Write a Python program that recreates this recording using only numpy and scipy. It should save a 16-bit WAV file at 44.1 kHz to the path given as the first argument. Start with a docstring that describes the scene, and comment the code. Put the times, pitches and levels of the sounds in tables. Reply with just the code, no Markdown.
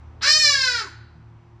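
"""A walled garden, where a large bird gives one harsh, nasal cry over a low suburban rumble and a far machine hum.
The rumble is filtered noise; the hum is a few low tones that waver in pitch and level.
The cry is a row of harmonics, coloured by the throat, whose pitch swoops up and then sags.
Brick walls and paving answer with dense echoes, made from fading noise."""
import sys
import numpy as np
from scipy import signal
from scipy.fft import rfft, irfft, next_fast_len
from scipy.io import wavfile
from scipy.ndimage import uniform_filter1d

SR = 44100
rng = np.random.default_rng(int(sys.argv[2]) if len(sys.argv) > 2 else 0)


def store_pcm(level_fs):
    """Save levels as 16-bit WAV."""
    pcm = np.round(np.clip(level_fs, -1, 1) * 32767).astype(np.int16)
    wavfile.write(sys.argv[1], SR, np.atleast_2d(pcm).T)


N = 70560  # samples, 1.6 s
PAD = next_fast_len(N + SR)  # filter length, with a second to spare for echoes
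HZ = np.maximum(np.arange(PAD // 2 + 1) * SR / PAD, 1)  # the frequencies of the filters


def amp(db):
    """Turn decibels into a gain."""
    return 10 ** (np.asarray(db) / 20)


def rms_one(x):
    """Scale a sound to an rms (average strength) of 1."""
    return x / np.sqrt(np.mean(x ** 2) + 1e-20)


def in_time(rows):
    """Draw straight lines between the rows of a time table, one curve per column."""
    seconds, *columns = np.transpose(rows)
    t = np.arange(N) / SR
    return [np.interp(t, seconds, column) for column in columns]


def at_hz(points, hz):
    """Read a frequency table at any frequency, along a log axis."""
    table_hz, values = np.array(points).T
    return np.interp(np.log(hz), np.log(np.maximum(table_hz, 1)), values)


def shaped(x, response):
    """Filter a sound by multiplying its spectrum."""
    return irfft(rfft(x, PAD) * response, PAD)[..., :N]


def drift(rate_hz):
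    """Smooth random wandering around zero, with an rms near 1: noise through a two-step low-pass."""
    r = np.exp(-2 * np.pi * rate_hz / SR)
    wander = signal.lfilter([1], [1, -2 * r, r * r], rng.standard_normal(N + SR))
    return rms_one(wander[SR:])  # drop the filter's start-up


# Colour of the rumble: (frequency [Hz], relative level [dB per Hz])
RUMBLE_COLOUR = [(20, -14.5), (50, 1.5), (130, -6.5), (250, -6.5), (400, -12), (560, -15.5), (900, -9.5),
                 (1600, -19.5), (2500, -25), (4000, -34), (6000, -36), (9000, -49.5), (16000, -50.5)]
# Level of the rumble before its upper part is changed: (time [s], level [dB])
RUMBLE_LEVEL = [(0, -57.5), (.2, -50), (.4, -50.5), (.65, -56), (.9, -58), (1.2, -58.5), (1.6, -59)]
# Gain of the rumble's upper part: (time [s], level [dB])
UPPER_RUMBLE_GAIN = [(0, 5), (.25, -6.5), (.4, -6.5), (.6, -5.5), (.75, 9), (.95, 2), (1.6, 2.5)]
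UPPER_FROM_HZ = 650


def rumble():
    """Low suburban rumble: two noises, for the common and the differing sound, with a changing upper part."""
    noise = rms_one(shaped(rng.standard_normal((2, PAD)), amp(at_hz(RUMBLE_COLOUR, HZ))))
    upper = shaped(noise, 1 / (1 + (UPPER_FROM_HZ / HZ) ** 4))
    lower = noise - upper
    return amp(in_time(RUMBLE_LEVEL)[0]) * (lower + amp(in_time(UPPER_RUMBLE_GAIN)[0]) * upper)


HUM_FLUTTERS_PER_S = 9.8


def hum_line(hz, waver_hz, flutter_db):
    """One machine tone: a sine that wavers in pitch and flutters in level."""
    wavering_hz = hz + waver_hz * drift(2 * HUM_FLUTTERS_PER_S)
    phase = 2 * np.pi * np.cumsum(wavering_hz) / SR
    flutter = amp(flutter_db * drift(HUM_FLUTTERS_PER_S))
    return rms_one(flutter * np.sin(phase + rng.uniform(0, 2 * np.pi)))


# Hum tones: (frequency [Hz], pitch waver [Hz], level flutter [dB], level [dB rms])
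HUM_TONES = [(52.98, 2, 4, -67), (113, 1.5, 3.5, -49), (157, 1.7, 7.5, -60.5), (232, 6.9, 2.5, -64.5),
             (344.6, 3, 3, -62)]
# Level of one more low tone, the throb: (time [s], level [dB])
THROB_LEVEL = [(0.0, -46), (0.07, -43), (0.646, -53), (0.748, -40.5), (0.802, -50), (1.166, -50),
               (1.426, -62), (1.6, -52)]
THROB_HZ, THROB_WAVER_HZ, THROB_FLUTTER_DB = 77, 1.8, 2.2


def machine_hum():
    """Far machinery: several wavering tones together, one of them rising and falling as a throb."""
    tones = sum(amp(db) * hum_line(*tone) for *tone, db in HUM_TONES)
    throb = hum_line(THROB_HZ, THROB_WAVER_HZ, THROB_FLUTTER_DB)
    return tones + amp(in_time(THROB_LEVEL)[0]) * throb


# The cry: (time [s], pitch [Hz], level [dB], brightness [dB per octave], pitch jitter [%],
# throat resonances [times their resting frequency])
CRY = [(.210, 290, -40, -3.5, 5.8, 0.68), (.218, 380, -24, -3.5, 7, 0.88),
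       (.232, 467.3, -13.5, 2, 3.2, 1.056), (.25, 544.6, -14, -2.8, 2.5, 0.97),
       (.278, 598.4, -9.5, -0.5, .6, 1.016), (.326, 617.5, -11, 3, 0.061, 1.03),
       (.36, 617.8, -12, -3, .03, 1.072), (.416, 607.9, -12.5, 5.5, .03, 1.03),
       (.47, 582.3, -9.5, -2, .03, 1.01), (.528, 560.7, -15, -0.5, .04, .99),
       (.576, 537.8, -17.5, -2, .05, .99), (.632, 521.6, -14, -1, .07, .98),
       (.694, 493.8, -16, -1.5, 0.049, .98), (.734, 479.5, -18, -2.5, .15, .97),
       (.776, 458, -22.5, 0, .5, 0.98), (.804, 431.5, -23, -4, 2.5, .95),
       (.825, 406.2, -36.5, -12.5, 6, 1.03), (.85, 329.6, -39, -16, 10, 0.56),
       (.878, 237.2, -62, 2, 8.7, 2.7)]
# Resonances of the throat and open bill: (frequency [Hz], level [dB])
THROAT = [(250, -35.5), (400, -34), (600, -21), (1100, -18.5), (1500, 4), (1800, -4.5), (2100, -6),
          (2450, -6), (3000, -12), (3600, -12), (4100, -1.5), (4700, -4), (5400, 0.5), (6000, -15),
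          (6800, -12), (8000, -26), (9500, -28.5), (11000, -32.5), (12200, -35), (13500, -34),
          (16000, -35.5)]
JITTER_PER_S = 200  # how fast the pitch jitters
STEADY_PERCENT = .07  # share taken off the jitter throughout, so that the middle of the cry is steady
BREATH_DB = -58  # air noise against the voice


def cry():
    """Pulses of the voice organ ring in the throat: steady mid-cry, uneven at both ends, with a little air."""
    curves = in_time(CRY)
    for _ in range(2):  # round off the corners
        curves = uniform_filter1d(curves, size=450, mode="nearest")
    hz, level_db, brightness, jitter, opening = curves

    uneven = np.maximum(jitter - STEADY_PERCENT, 0) / 100 * drift(JITTER_PER_S)
    phase = 2 * np.pi * np.cumsum(hz * (1 + uneven)) / SR
    throat = amp(at_hz(THROAT, HZ))
    # Phase shifts of a throat that cannot ring before its pulse
    both_sides = np.r_[throat, throat[-2:0:-1]]
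    ringing = -np.imag(signal.hilbert(np.log(both_sides)))[:len(HZ)]

    voice, power = np.zeros(N), np.zeros(N)
    for k in range(1, 56):  # harmonics
        harmonic_hz = k * hz
        resting_hz = harmonic_hz / opening  # where this lands in the resting throat
        octaves = np.minimum(np.log2(harmonic_hz / 2000), 1.5)
        gain = amp(at_hz(THROAT, resting_hz) + brightness * octaves) * (harmonic_hz < 16500)
        voice += gain * np.cos(k * phase + np.interp(resting_hz, HZ, ringing))
        power += gain ** 2 / 2
    voice = voice / np.sqrt(power)  # so the level curve alone sets the strength

    air = rms_one(shaped(rng.standard_normal(N) * (1 + np.cos(phase)), throat))  # puffs with the pulses
    t = np.arange(N) / SR
    sounding = (t > CRY[0][0]) * (t < CRY[-1][0])
    return amp(level_db) * (voice + amp(BREATH_DB) * air) * sounding


# Long echo tail: (frequency [Hz], time to fall by 60 dB [s], level [dB])
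TAIL = [(300, 0.64, -9), (1494, 0.76, -14.5), (2500, 0.65, -14.5), (4000, .7, -16.5), (5200, 0.45, -13.5),
        (7894, .36, -3), (15000, .25, -17.5)]
FIRST_ECHO_S = .004
NEAR_PEAK_S, NEAR_S, NEAR_DB = .012, 0.031, -3  # near-wall echoes: peak time, spread, level
LUMPY_DB, LUMPS_PER_S = 3.5, 240  # how uneven the near echoes are, and how fast that changes


def garden(x):
    """Two unrelated echo patterns: a short lumpy cluster from near walls and a longer tail that dies by band."""
    t = np.arange(SR) / SR
    echoes = np.zeros((2, SR))
    white = rng.standard_normal((2, 2, SR))  # near and far, two patterns each
    white[0] = white[0] * rms_one(amp(LUMPY_DB * drift(LUMPS_PER_S)[:SR]))
    started = t > FIRST_ECHO_S
    near_fade = np.exp(-((t - NEAR_PEAK_S) / NEAR_S) ** 2) * started
    tail = np.array(TAIL)
    edges_hz = [100, 500, 1000, 2000, 3200, 4600, 6200, 8200, 11000, 18000]
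    for low, high in zip(edges_hz, edges_hz[1:]):
        band = signal.butter(3, [low, high], "band", fs=SR, output="sos")
        near, far = signal.sosfilt(band, white)
        middle_hz = np.sqrt(low * high)
        t60 = at_hz(tail[:, [0, 1]], middle_hz)
        far_db = at_hz(tail[:, [0, 2]], middle_hz)
        far_fade = amp(-60 * t / t60) * started
        for noise, db, fade in (near, NEAR_DB, near_fade), (far, far_db, far_fade):
            echoes += amp(db) * noise * fade / np.sqrt(np.sum(fade ** 2))
    return shaped(x, rfft(echoes, PAD))


# Gain of the sound that differs between the two microphones: (frequency [Hz], level [dB])
WIDTH = [(60, -50.5), (200, -26), (500, -7.5), (800, -15), (1500, -23), (3000, -33.5), (5000, -15.5),
         (8000, -21.5), (16000, -40)]
# Phase of the left channel against the right: (frequency [Hz], phase [radians], negative where the left lags)
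LEFT_PHASE = [(20, 0), (300, 0), (2200, .12), (4900, .2), (5400, -.4), (6300, -.8), (8000, -1.6),
              (9500, -2.4), (10500, -3.14), (13500, -3.14), (14700, -3.8), (16000, -3.9)]
DIRECT_DB = -9  # gain of the cry's direct sound


def scene():
    """The bird and its echoes over the background at two close microphones: left is sum, right is difference."""
    bird = cry()
    echoes = garden(bird)
    background = rumble()
    background[0] += machine_hum()  # the hum is common to both microphones
    common, differing = echoes + background
    common = common + amp(DIRECT_DB) * bird
    differing = shaped(differing, amp(at_hz(WIDTH, HZ)))
    turn = np.exp(.5j * at_hz(LEFT_PHASE, HZ))  # half the phase on each side
    left = shaped(common + differing, turn)
    right = shaped(common - differing, 1 / turn)
    return np.array([left, right])


CUTOFF_HZ = 15950


def record(dry):
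    """A steep low-pass cuts off the very top of the treble."""
    low_pass = signal.cheby2(14, 70, CUTOFF_HZ, fs=SR, output="sos")
    return signal.sosfilt(low_pass, dry)


dry = scene()
out = record(dry)
store_pcm(out)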